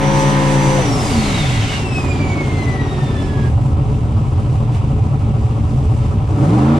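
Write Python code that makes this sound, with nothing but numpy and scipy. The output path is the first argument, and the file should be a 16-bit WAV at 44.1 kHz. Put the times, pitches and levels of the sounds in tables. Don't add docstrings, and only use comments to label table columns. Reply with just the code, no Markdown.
import sys
import numpy as np
from scipy import signal
from scipy.fft import rfft, irfft, next_fast_len
from scipy.io import wavfile
from scipy.ndimage import uniform_filter1d

SR = 44100
rng = np.random.default_rng(int(sys.argv[2]) if len(sys.argv) > 2 else 0)


def wav_out(sig):
    wavfile.write(sys.argv[1], SR, np.round(np.clip(np.atleast_2d(sig).T, -1, 1) * 32767).astype(np.int16))


N = 299439
TIME_S = np.arange(N) / SR
LIFT_S, CATCH_S = 0.807, 1.79
BREAK_OFF_S = 3.485


def undb(db):
    return 10 ** (np.asarray(db) / 20)


def curves(rows):
    s, *columns = np.transpose(rows)
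    return [np.interp(TIME_S, s, column) for column in columns]


def gate(on_s, off_s, attack_s, release_s):
    rise = np.clip((TIME_S - on_s) / attack_s, 0, 1)
    fall = np.clip(1 - (TIME_S - off_s) / release_s, 0, 1)
    return rise * fall


def bumps(rows, width_s):
    return sum(db * np.exp(-.5 * np.minimum(np.abs(TIME_S - s) / width_s, 10) ** 2) for s, db in rows)


def noise():
    return rng.standard_normal(N)


def walk(rate):
    hold = max(int(SR / rate), 2)
    steps = np.repeat(rng.standard_normal(N // hold + 1), hold)
    return 1.18 * uniform_filter1d(uniform_filter1d(steps, hold), hold)[:N]


def steady(x, span_s=0.069):
    span = max(int(span_s * SR), 2)
    power = uniform_filter1d(uniform_filter1d(x ** 2, span), span)
    return x / np.sqrt(np.abs(power) + 1e-14)


def colour(x, points, modes=()):
    size = next_fast_len(N + SR // 2, True) // 2 * 2
    f = np.arange(size // 2 + 1) * SR / size
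    hz, db = np.transpose(points)
    gain_db = np.interp(np.log(f + 1), np.log(hz), db) - 20 * np.log2(np.maximum(f / hz[-1], 1))
    for centre, width, peak_db in modes:
        gain_db = gain_db + peak_db / (1 + (2 * (f - centre) / width) ** 2)
    cepstrum = irfft(np.log(undb(gain_db)))
    cepstrum[1:size // 2] *= 2
    cepstrum[size // 2 + 1:] = 0
    return irfft(rfft(x, size) * np.exp(rfft(cepstrum)))[:N]


# (frequency [Hz], level [dB])
CABIN_WIDTH = [(60, -27), (125, -18), (250, -23.5), (500, -7), (750, -6.5), (1200, 4), (2200, -2),
               (4000, -7), (8000, 2.5), (12000, 0)]


def spread(x, side_db=0, lag_s=0.0111):
    size = next_fast_len(N + SR // 4, True)
    f = np.arange(size // 2 + 1) * SR / size
    lag = np.interp(f, np.linspace(0, SR / 2, 2 ** 8), rng.random(2 ** 8)) * lag_s
    hz, db = np.transpose(CABIN_WIDTH)
    side_gain = undb(np.interp(np.log(f + 1), np.log(hz), db) + side_db)
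    phase = -2j * np.pi * np.cumsum(lag) * f[1]
    side = irfft(rfft(x, size) * side_gain * np.exp(phase), size)[:N]
    return np.array([x + side, x - side])


FAR_BANK = [0, 1, 1, 0, 1, 0, 0, 1]


def cycle_angle(count):
    return 2 * np.pi * count / len(FAR_BANK)


def firings(count, scatter_db, far_db, far_lag):
    k = np.arange(1, int(count[-1]))
    chance = rng.standard_normal((len(k), 2))
    far = np.array(FAR_BANK)[k % len(FAR_BANK)]
    at = np.searchsorted(count, k)
    jitter = .02 * scatter_db[at] * chance[:, 0]
    place = np.interp(k + far * far_lag[at] + jitter, count, np.arange(N))
    size = undb(far * far_db[at] + scatter_db[at] * np.minimum(chance[:, 1], .5))
    whole, part = place.astype(int), place % 1
    return np.bincount(np.r_[whole, whole + 1], np.r_[size * (1 - part), size * part], N)[:N]


def puffs(pulses, decay_s, depth):
    flare = steady(signal.lfilter([1], [1, -np.exp(-1 / (decay_s * SR))], pulses))
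    depth = np.clip(depth, 0, 1)
    return noise() * (1 - depth + depth * flare)


# (multiple of the cycle rate, level [dB])
LOAD_ORDERS = [(1, -32), (2, -3), (3, -4.5), (4, -5), (5, -7), (6, -11), (7, -18), (8, -2.5), (9, -23),
               (11, -23.5), (12, -21), (13, -8.5), (14, -9.5), (15, -9), (16, -14.5), (18, -17.5),
               (20, -22.5), (22, -29), (23, -24), (25, -22), (27, -22), (28, -21), (32, -18), (34, -25)]


def load_tone(count, waver_db=2.5, wander=0.025):
    angle = cycle_angle(count) + wander * walk(39.8)
    tone = np.zeros(N)
    for k, db in LOAD_ORDERS:
        tone += undb(db + waver_db * walk(15.5)) * np.sin(k * angle + 2 * np.pi * rng.random())
    return steady(tone)


# (opening [0-1], scatter of the firings [dB], far bank level [dB], far bank lag [firings])
BURN = [(0, 4.3, -4.5, .38), (.25, 2.9, -2, .47), (1, 1.1, -2, .17)]
# (scatter of the firings [dB], far bank level [dB], far bank lag [firings])
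OVERRUN_BURN = (3, -1, 0.13)


def combustion(throttle, overrun):
    opening, *columns = np.transpose(BURN)
    return [np.interp(throttle, opening, column) * (1 - overrun) + coasting * overrun
            for column, coasting in zip(columns, OVERRUN_BURN)]


# (frequency [Hz], width [Hz], gain [dB])
CABIN_MODES = [(81.3, 41, 7.5), (115.7, 44, 9.5), (142, 25, 5.5), (223.2, 23.7, 13.5), (252.3, 26, -8),
               (280.6, 32, 12), (317, 27, 2.5), (428.5, 26.7, 11.5), (564.4, 76, 9.5), (763, 85, 9.5),
               (900, 44, 4.5), (997, 96, 5), (1136, 39, 5), (1309, 12, 9.5)]
# (frequency [Hz], level [dB])
EXHAUST = [(8, -83), (32, -28), (60, -3), (88, 0), (125, -1.5), (180, -9), (320, -15), (420, -21.5),
           (700, -32.5), (1200, -42), (1700, -60), (5000, -72)]
ROAR = [(150, -27), (320, 4), (520, -3), (700, -1.5), (1000, -3), (1300, -6), (1600, -18.5), (3000, -46.5)]
RASP = [(900, -15.5), (1500, -4.5), (2200, -1), (2800, -3.5), (3600, -6.5), (4500, -13), (6500, -18.5),
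        (10000, -55.5)]
HISS = [(2000, -20.5), (4000, -3.5), (6000, -2), (8000, -3), (8800, -6), (10200, -7), (10900, -22),
        (12300, -17), (13200, -24), (14500, -27.5)]
# (frequency [Hz], level [dB])
TAPPETS = [(1500, -26), (2300, 0), (2750, 4.5), (3300, -3.5), (4200, -13), (7000, -40)]
TAPPETS_DB = -52
# (frequency [Hz], width [Hz], gain [dB])
HISS_PEAKS = [(4860, 90, 7.5), (6380, 87, -7.5), (7920, 180, 3)]
# (time [s], level change [dB])
STUMBLES = [(1.676, -22), (1.755, -21), (1.781, -11), (2.03, -4), (2.111, -6), (2.326, -1), (2.452, 1),
            (2.768, -5), (2.91, -10), (3.284, -7), (3.331, -6), (3.844, -6.5), (4.001, -13), (4.305, -16),
            (4.592, -10), (4.822, -6), (5.108, -3), (5.193, -8), (5.326, -8), (5.488, -8), (5.627, -2),
            (5.7, -8), (5.81, -3.5), (5.984, -5), (6.13, -3), (6.267, -11)]
# (time [s], level [dB])
SWELLS = [(4.41, 1.5), (4.75, 4.5), (6.04, 4)]


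def engine(count, load, burn, level_db, treble_pan_db=-1.5, flicker_db=1.7):
    pulses = firings(count, *burn)
    sag_db, swell_db = bumps(STUMBLES, width_s=0.006), bumps(SWELLS, width_s=0.028)
    surge_db = 2.4 * (1 - load) * np.sin(cycle_angle(count))

    exhaust = steady(colour(pulses, EXHAUST, CABIN_MODES), span_s=0.028)
    boom = np.sqrt(1 - load) * exhaust + 0.63 * np.sqrt(load) * load_tone(count)
    boom = boom * undb(level_db["boom"] + sag_db)

    roar = steady(colour(puffs(pulses, decay_s=0.015, depth=0.27), ROAR, CABIN_MODES))
    roar = roar * undb(level_db["roar"] + surge_db + 0.14 * sag_db)

    rasp = steady(colour(puffs(pulses, decay_s=0.019, depth=0.52), RASP))
    rasp = rasp * undb(level_db["rasp"] + 1.15 * swell_db + 0.29 * sag_db)

    hiss = steady(colour(puffs(pulses, decay_s=0.0072, depth=0.32), HISS, HISS_PEAKS))
    hiss = hiss * undb(level_db["hiss"] + swell_db + 0.5 * surge_db + flicker_db * walk(18))

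    rattle = steady(colour(puffs(pulses, decay_s=0.0085, depth=0.63), TAPPETS))
    rattle = rattle * undb(TAPPETS_DB + .5 * surge_db + flicker_db * walk(13))

    pan = undb(np.array([[treble_pan_db], [-treble_pan_db]]) / 2)
    treble = spread(rasp + hiss + rattle, side_db=-0.7, lag_s=0.043) * pan
    return spread(boom + roar, side_db=-2.0) + treble


# (frequency [Hz], gain [dB])
BOOMS = [(40, -22), (70, -7), (90, -2), (120, 2.5), (145, 1), (170, -3), (200, -5), (228, -0.5), (243, -12),
         (265, -5), (285, 0.5), (320, -1), (360, -17), (430, -10.5), (600, -19)]


def orders(count, hz, rows, waver_db, wander):
    angle = cycle_angle(count) + wander * walk(70)
    cycle_hz = hz / len(FAR_BANK)
    boom_hz, boom_db = np.transpose(BOOMS)
    sound = np.zeros(N)
    for k, db in rows:
        tone = np.sqrt(2) * np.sin(k * angle + 2 * np.pi * rng.random())
        cabin_db = np.interp(np.log(k * cycle_hz), np.log(boom_hz), boom_db)
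        sound += tone * undb(db + cabin_db + waver_db * walk(30))
    return sound


# (multiple of the cycle rate, level [dB])
OVERRUN_ORDERS = [(2, -26), (3, -27), (5, -25.5), (6, -30), (8, -24.5), (11, -29), (13, -31), (16, -33)]
PULL_ORDERS = [(3, -20.5), (5, -17.5), (8, -13.3), (9, -21.5), (11, -21.5), (13, -19.5), (16, -24),
               (20, -18), (27, -18), (32, -18), (40, -21), (48, -24)]
ROLL_ORDERS = [(5, -18.5), (6, -28), (8, -29), (12, -31), (15, -28)]
HOOT_HZ, HOOT_WIDTH_HZ, HOOT_DB = 228.4, 7.7, -18
RAGGED_ABOVE_HZ, RAGGED_DB = 240, -7


def sweeps(count, hz, falling, clean, cruising):
    ragged = np.clip((hz - RAGGED_ABOVE_HZ) / 30, 0, 1)
    sliding = orders(count, hz, OVERRUN_ORDERS, waver_db=3.0, wander=.07)
    sliding = sliding * undb(ragged * (RAGGED_DB + 3 * walk(40)))
    hoot = np.sqrt(2) * np.sin(2 * np.pi * count) * undb(HOOT_DB)
    hoot = hoot * np.exp(-((hz - HOOT_HZ) / HOOT_WIDTH_HZ) ** 2)
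    pulling = orders(count, hz, PULL_ORDERS, waver_db=0.4, wander=.012)
    chug = 1 + .45 * np.sin(cycle_angle(count))
    drone = orders(count, hz, ROLL_ORDERS, waver_db=2.5, wander=.1) * chug
    return spread((sliding + hoot) * falling + pulling * clean + drone * cruising, side_db=-0.5)


# (time [s], level [dB])
THROBS = [(3.563, -13), (3.76, -13), (4.164, -13), (4.381, -13), (4.581, -13), (4.792, -12.5), (5.017, -13),
          (5.237, -11.5), (5.454, -12.5), (5.673, -12), (5.895, -12), (6.109, -13), (6.31, -12)]
# (delay [s], pitch [Hz], rise [Hz/s], attack [s], release [s], level [dB])
THROB_PARTS = [(0, 100.5, 1160, 0.024, 0.016, 0.5), (.112, 129.3, 200, 0.013, 0.012, -1)]


def throbs():
    sound, catching = np.zeros(N), np.zeros(N)
    for s, db in THROBS:
        for delay_s, hz, rise, attack_s, release_s, part_db in THROB_PARTS:
            age = TIME_S - s - delay_s
            near = np.abs(age) < .1
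            age = age[near]
            swell = np.exp(-.5 * (age / np.where(age < 0, attack_s, release_s)) ** 2)
            turns = hz * age + rise * age ** 2 / 2 + rng.random()
            sound[near] += np.sqrt(2) * undb(db + part_db) * swell * np.sin(2 * np.pi * turns)
            catching[near] += swell
    return sound, np.minimum(catching, 1)


# (frequency [Hz], level [dB])
BURBLE = [(100, -24), (160, 2), (218, 4.5), (250, 3.5), (290, 1), (350, -11), (440, -18), (600, -18),
          (1200, -23)]
BURBLE_DB, BURBLE_DB_PER_OCTAVE = -27.5, 2.5


def burble(count, revs, overrun, scatter_db=4.0, far_db=-4, far_lag=0.23):
    pulses = firings(count, *(np.full(N, value * 1.) for value in (scatter_db, far_db, far_lag)))
    popping = steady(colour(pulses, BURBLE), span_s=0.1)
    return spread(popping * overrun * undb(BURBLE_DB + BURBLE_DB_PER_OCTAVE * revs))


def bark(at_s=0.796, width_s=0.015, db=-22.0):
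    burst = steady(colour(noise(), [(300, -17), (650, 4), (780, 8), (860, -15), (1500, -22)]))
    return spread(burst * undb(db) * np.exp(-.5 * ((TIME_S - at_s) / width_s) ** 2))


# (time [s], shaft rate [Hz], level [dB])
TURBO = [(0, 5900, -40), (.17, 5920, -35.5), (.42, 6010, -44.5), (.62, 6060, -38.5), (.83, 6050, -36),
         (1.1, 4820, -37.5), (1.24, 4230, -41), (1.3, 4060, -35), (1.43, 3610, -34), (1.6, 3200, -42),
         (1.67, 3015, -40), (1.7, 2943, -36.5), (1.951, 2580, -32.5), (2.7, 2003, -33), (2.97, 1845, -43.5),
         (3.47, 1632, -45)]


def turbo_speed(inertia_s=0.0694):
    turn_s, = curves([(s, 1 / hz) for s, hz, _ in TURBO])
    return 1 / uniform_filter1d(turn_s, max(int(inertia_s * SR), 1), mode="nearest")


# (time [s], second harmonic [dB], third harmonic [dB])
OVERTONES = [(1.65, -95, -95), (1.82, -47, -58), (2.08, -44, -45.5), (2.25, -50, -52), (2.42, -62, -55),
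             (2.57, -44.5, -54), (2.75, -50, -51.5), (3.0, -44.5, -59), (3.2, -46, -56), (3.42, -57, -57)]


def turbo(hz, rolling, overrun, load, wobble=0.0013, surge_wobble=0.008):
    _, db = curves(TURBO)
    unsteady_hz = hz * (1 + (wobble + surge_wobble * overrun) * walk(250))
    angle = 2 * np.pi * np.cumsum(unsteady_hz) / SR
    fast_db = (4.2 + .8 * overrun - 2 * load) * np.minimum(walk(90), 1)
    slow_db = (5.2 - 3.2 * overrun - 4 * load) * np.minimum(walk(32), .6)
    whistle = np.sin(angle) * undb(db + fast_db + slow_db)
    for k, overtone_db in zip((2, 3), curves(OVERTONES)):
        patches_db = 5 * np.minimum(walk(25), .4) + 4 * np.minimum(walk(70), 1)
        whistle = whistle + np.sin(k * angle) * undb(overtone_db + patches_db)
    return spread(np.sqrt(2) * whistle * rolling, side_db=-2.0, lag_s=0.00401)


# (frequency [Hz], level [dB])
VALVE = [(600, -7), (1400, -3), (2200, -2), (3000, -1.5), (3700, -4), (4500, -7), (6000, -11.5),
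         (7500, -13.5), (10000, -31)]
# (frequency [Hz], width [Hz], peak [dB])
VALVE_MODES = [(2006, 55, 8), (2206.3, 130, 8.5), (2740, 230, 3.5), (3680, 100, 7.5)]
JET_DB, JET_ATTACK_S, JET_FADE_DB_PER_S = -28.5, 0.27, 15.5
VALVE_DB, VALVE_ATTACK_S, VALVE_FADE_DB_PER_S = -24, 0.55, 4
VALVE_SHUTS_S, VALVE_RELEASE_S = 1.738, 0.15


def blow_off():
    open_s = np.maximum(TIME_S - LIFT_S, 0)
    jet = steady(colour(noise(), HISS)) * undb(JET_DB - JET_FADE_DB_PER_S * open_s)
    pipe = steady(colour(noise(), VALVE, VALVE_MODES)) * undb(VALVE_DB - VALVE_FADE_DB_PER_S * open_s)
    air = (jet * gate(LIFT_S, VALVE_SHUTS_S, JET_ATTACK_S, VALVE_RELEASE_S)
           + pipe * gate(LIFT_S, VALVE_SHUTS_S, VALVE_ATTACK_S, VALVE_RELEASE_S))
    return spread(air * undb(0.6 * walk(35.5)), side_db=-1.5, lag_s=.05)


# (frequency [Hz], level [dB])
RUMBLE = [(12, -20.5), (24, -25), (34, -8), (50, -9), (70, -14), (140, -7), (500, -91)]


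def chassis(count, load, shake_db, wheel_db=-26.5, wheel_side_db=-3, shaft_db=-16, second_db=-34):
    wheel = 2 * np.pi * count / 14.9
    shaft = 4 * wheel
    thump = np.sin(wheel) * undb(wheel_db)
    spin = np.sin(shaft) * undb(shaft_db) + np.sin(2 * shaft) * undb(second_db)
    driveline = np.sqrt(2) * load * (thump + spin)
    rocking = np.sqrt(2) * load * np.cos(wheel) * undb(wheel_db + wheel_side_db)
    mid, side = (steady(colour(noise(), RUMBLE), span_s=0.08) * undb(shake_db) for _ in range(2))
    sideways = (rocking + undb(-9.5) * side) * np.array([[1], [-1]])
    return spread(driveline, side_db=7.0) + mid + sideways


# (frequency [Hz], level [dB])
ROLL_DRONE = [(150, -40.5), (270, 7), (315, -15), (372, 10.5), (410, -5), (500, -14.5), (900, -42.5)]
PULL_DRONE = [(150, -45), (260, -9.5), (310, 7), (355, -13), (420, -12), (500, -16.5), (900, -34),
              (1550, -25), (2200, -42)]
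ROLL_DRONE_DB, PULL_DRONE_DB, OVERRUN_DRONE_DB, LOAD_DRONE_DB = -30, -24, -10, -10


def panels(rolling, overrun, pull, load):
    road_db = ROLL_DRONE_DB + OVERRUN_DRONE_DB * overrun + LOAD_DRONE_DB * load
    road = steady(colour(noise(), ROLL_DRONE), span_s=0.12) * rolling * undb(road_db)
    strain = steady(colour(noise(), PULL_DRONE), span_s=0.085) * pull * undb(PULL_DRONE_DB)
    return spread(road + strain, side_db=-1.5)


# (time [s], firing rate [Hz])
SPEED = [(0, 543), (.3, 540), (.42, 531), (.79, 519), (.87, 462), (.97, 410), (1.13, 236), (1.205, 221),
         (1.24, 207), (1.3, 187), (1.38, 158), (1.48, 124), (1.63, 112), (1.76, 100), (1.87, 123),
         (2.07, 150), (2.26, 150), (2.8, 138), (3.25, 135), (3.6, 122), (4.3, 112), (6.1, 110), (6.35, 94),
         (6.406, 117), (6.468, 151), (6.526, 183), (6.604, 208), (6.79, 241)]
# (start [s], end [s], opening [0-1], release [s])
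PRESSES = [(-1, .8, 1, .12), (1.8, 2.6, .3, .8), (6.24, 7, 1, .1)]
PRESS_ATTACK_S = .17
LOAD_RELEASE_S = 0.1
IDLE_HZ, TURBO_REST_HZ = 118, 700
LOUDNESS = {"boom": (-14, -0.6, 2.5, 0, 1, -9, -4), "roar": (-32.5, 3.5, 6, 1.0, -10, 2, 0.8),
            "rasp": (-48, -0.2, 5, 5.5, -3.5, -1.8, 5.5), "hiss": (-53.5, .5, 4, 3, 2.5, 2.5, 1.5),
            "shake": (-22.5, 2.5, -7, -0.73, -3, 1.5, -2)}
CLEAN_PULL_DB, CLEAN_ROLL_DB, CLEAN_THROB_DB = -9, -3.5, -6.5
THROB_GAS_DB, THROB_GAS_LAG_S = 2.5, 0.017


def scene():
    hz, = curves(SPEED)
    turbo_hz = turbo_speed()
    lope, catching = throbs()

    presses = (opening * gate(on, off, PRESS_ATTACK_S, release) for on, off, opening, release in PRESSES)
    throttle = np.clip(sum(presses), 0, 1)
    load = np.clip(0.965 * np.exp(-np.maximum(TIME_S - LIFT_S, 0) / LOAD_RELEASE_S), 0, 1)
    overrun = gate(LIFT_S, CATCH_S, attack_s=0.16, release_s=0.039)
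    falling = gate(LIFT_S, CATCH_S - .15, attack_s=0.04, release_s=0.099)
    rolling = gate(-1, BREAK_OFF_S, attack_s=.5, release_s=0.017)
    cruising = gate(CATCH_S, 3.04, attack_s=0.054, release_s=0.38)
    revs = np.log2(hz / IDLE_HZ)
    spool = rolling * np.log2(turbo_hz / TURBO_REST_HZ)
    pull = throttle * (1 - load)
    clean = pull ** 2

    controls = (1, revs, throttle, spool, load, overrun, pull * revs)
    level_db = {part: sum(db * control for db, control in zip(law, controls))
                for part, law in LOUDNESS.items()}
    clean_db = CLEAN_PULL_DB * clean + CLEAN_ROLL_DB * cruising + CLEAN_THROB_DB * catching
    level_db["boom"] = level_db["boom"] + clean_db
    late_catching = np.interp(TIME_S - THROB_GAS_LAG_S, TIME_S, catching)
    level_db["roar"] = level_db["roar"] + THROB_GAS_DB * late_catching ** 2

    burn = combustion(throttle, overrun)
    hunt_hz = 1.7 * burn[0] * (1 - load) * walk(16)
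    count = np.cumsum(hz + hunt_hz) / SR

    return (engine(count, load, burn, level_db)
            + sweeps(count, hz, falling, clean, cruising)
            + spread(lope * (1 - clean), side_db=-4.5)
            + burble(count, revs, overrun)
            + bark()
            + turbo(turbo_hz, rolling, overrun, load)
            + blow_off()
            + chassis(count, load, level_db["shake"])
            + panels(rolling, overrun, pull, load))


def record(dry, drive=0.45, top_hz=14500):
    fade_out = np.clip(np.arange(N)[::-1] / (.005 * SR), 0, 1)
    rounded = np.tanh(drive * dry * fade_out) / drive
    low_pass = signal.ellip(8, .2, 70, top_hz, fs=SR, output="sos")
    return signal.sosfilt(low_pass, rounded)


dry = scene()
out = record(dry)
wav_out(out)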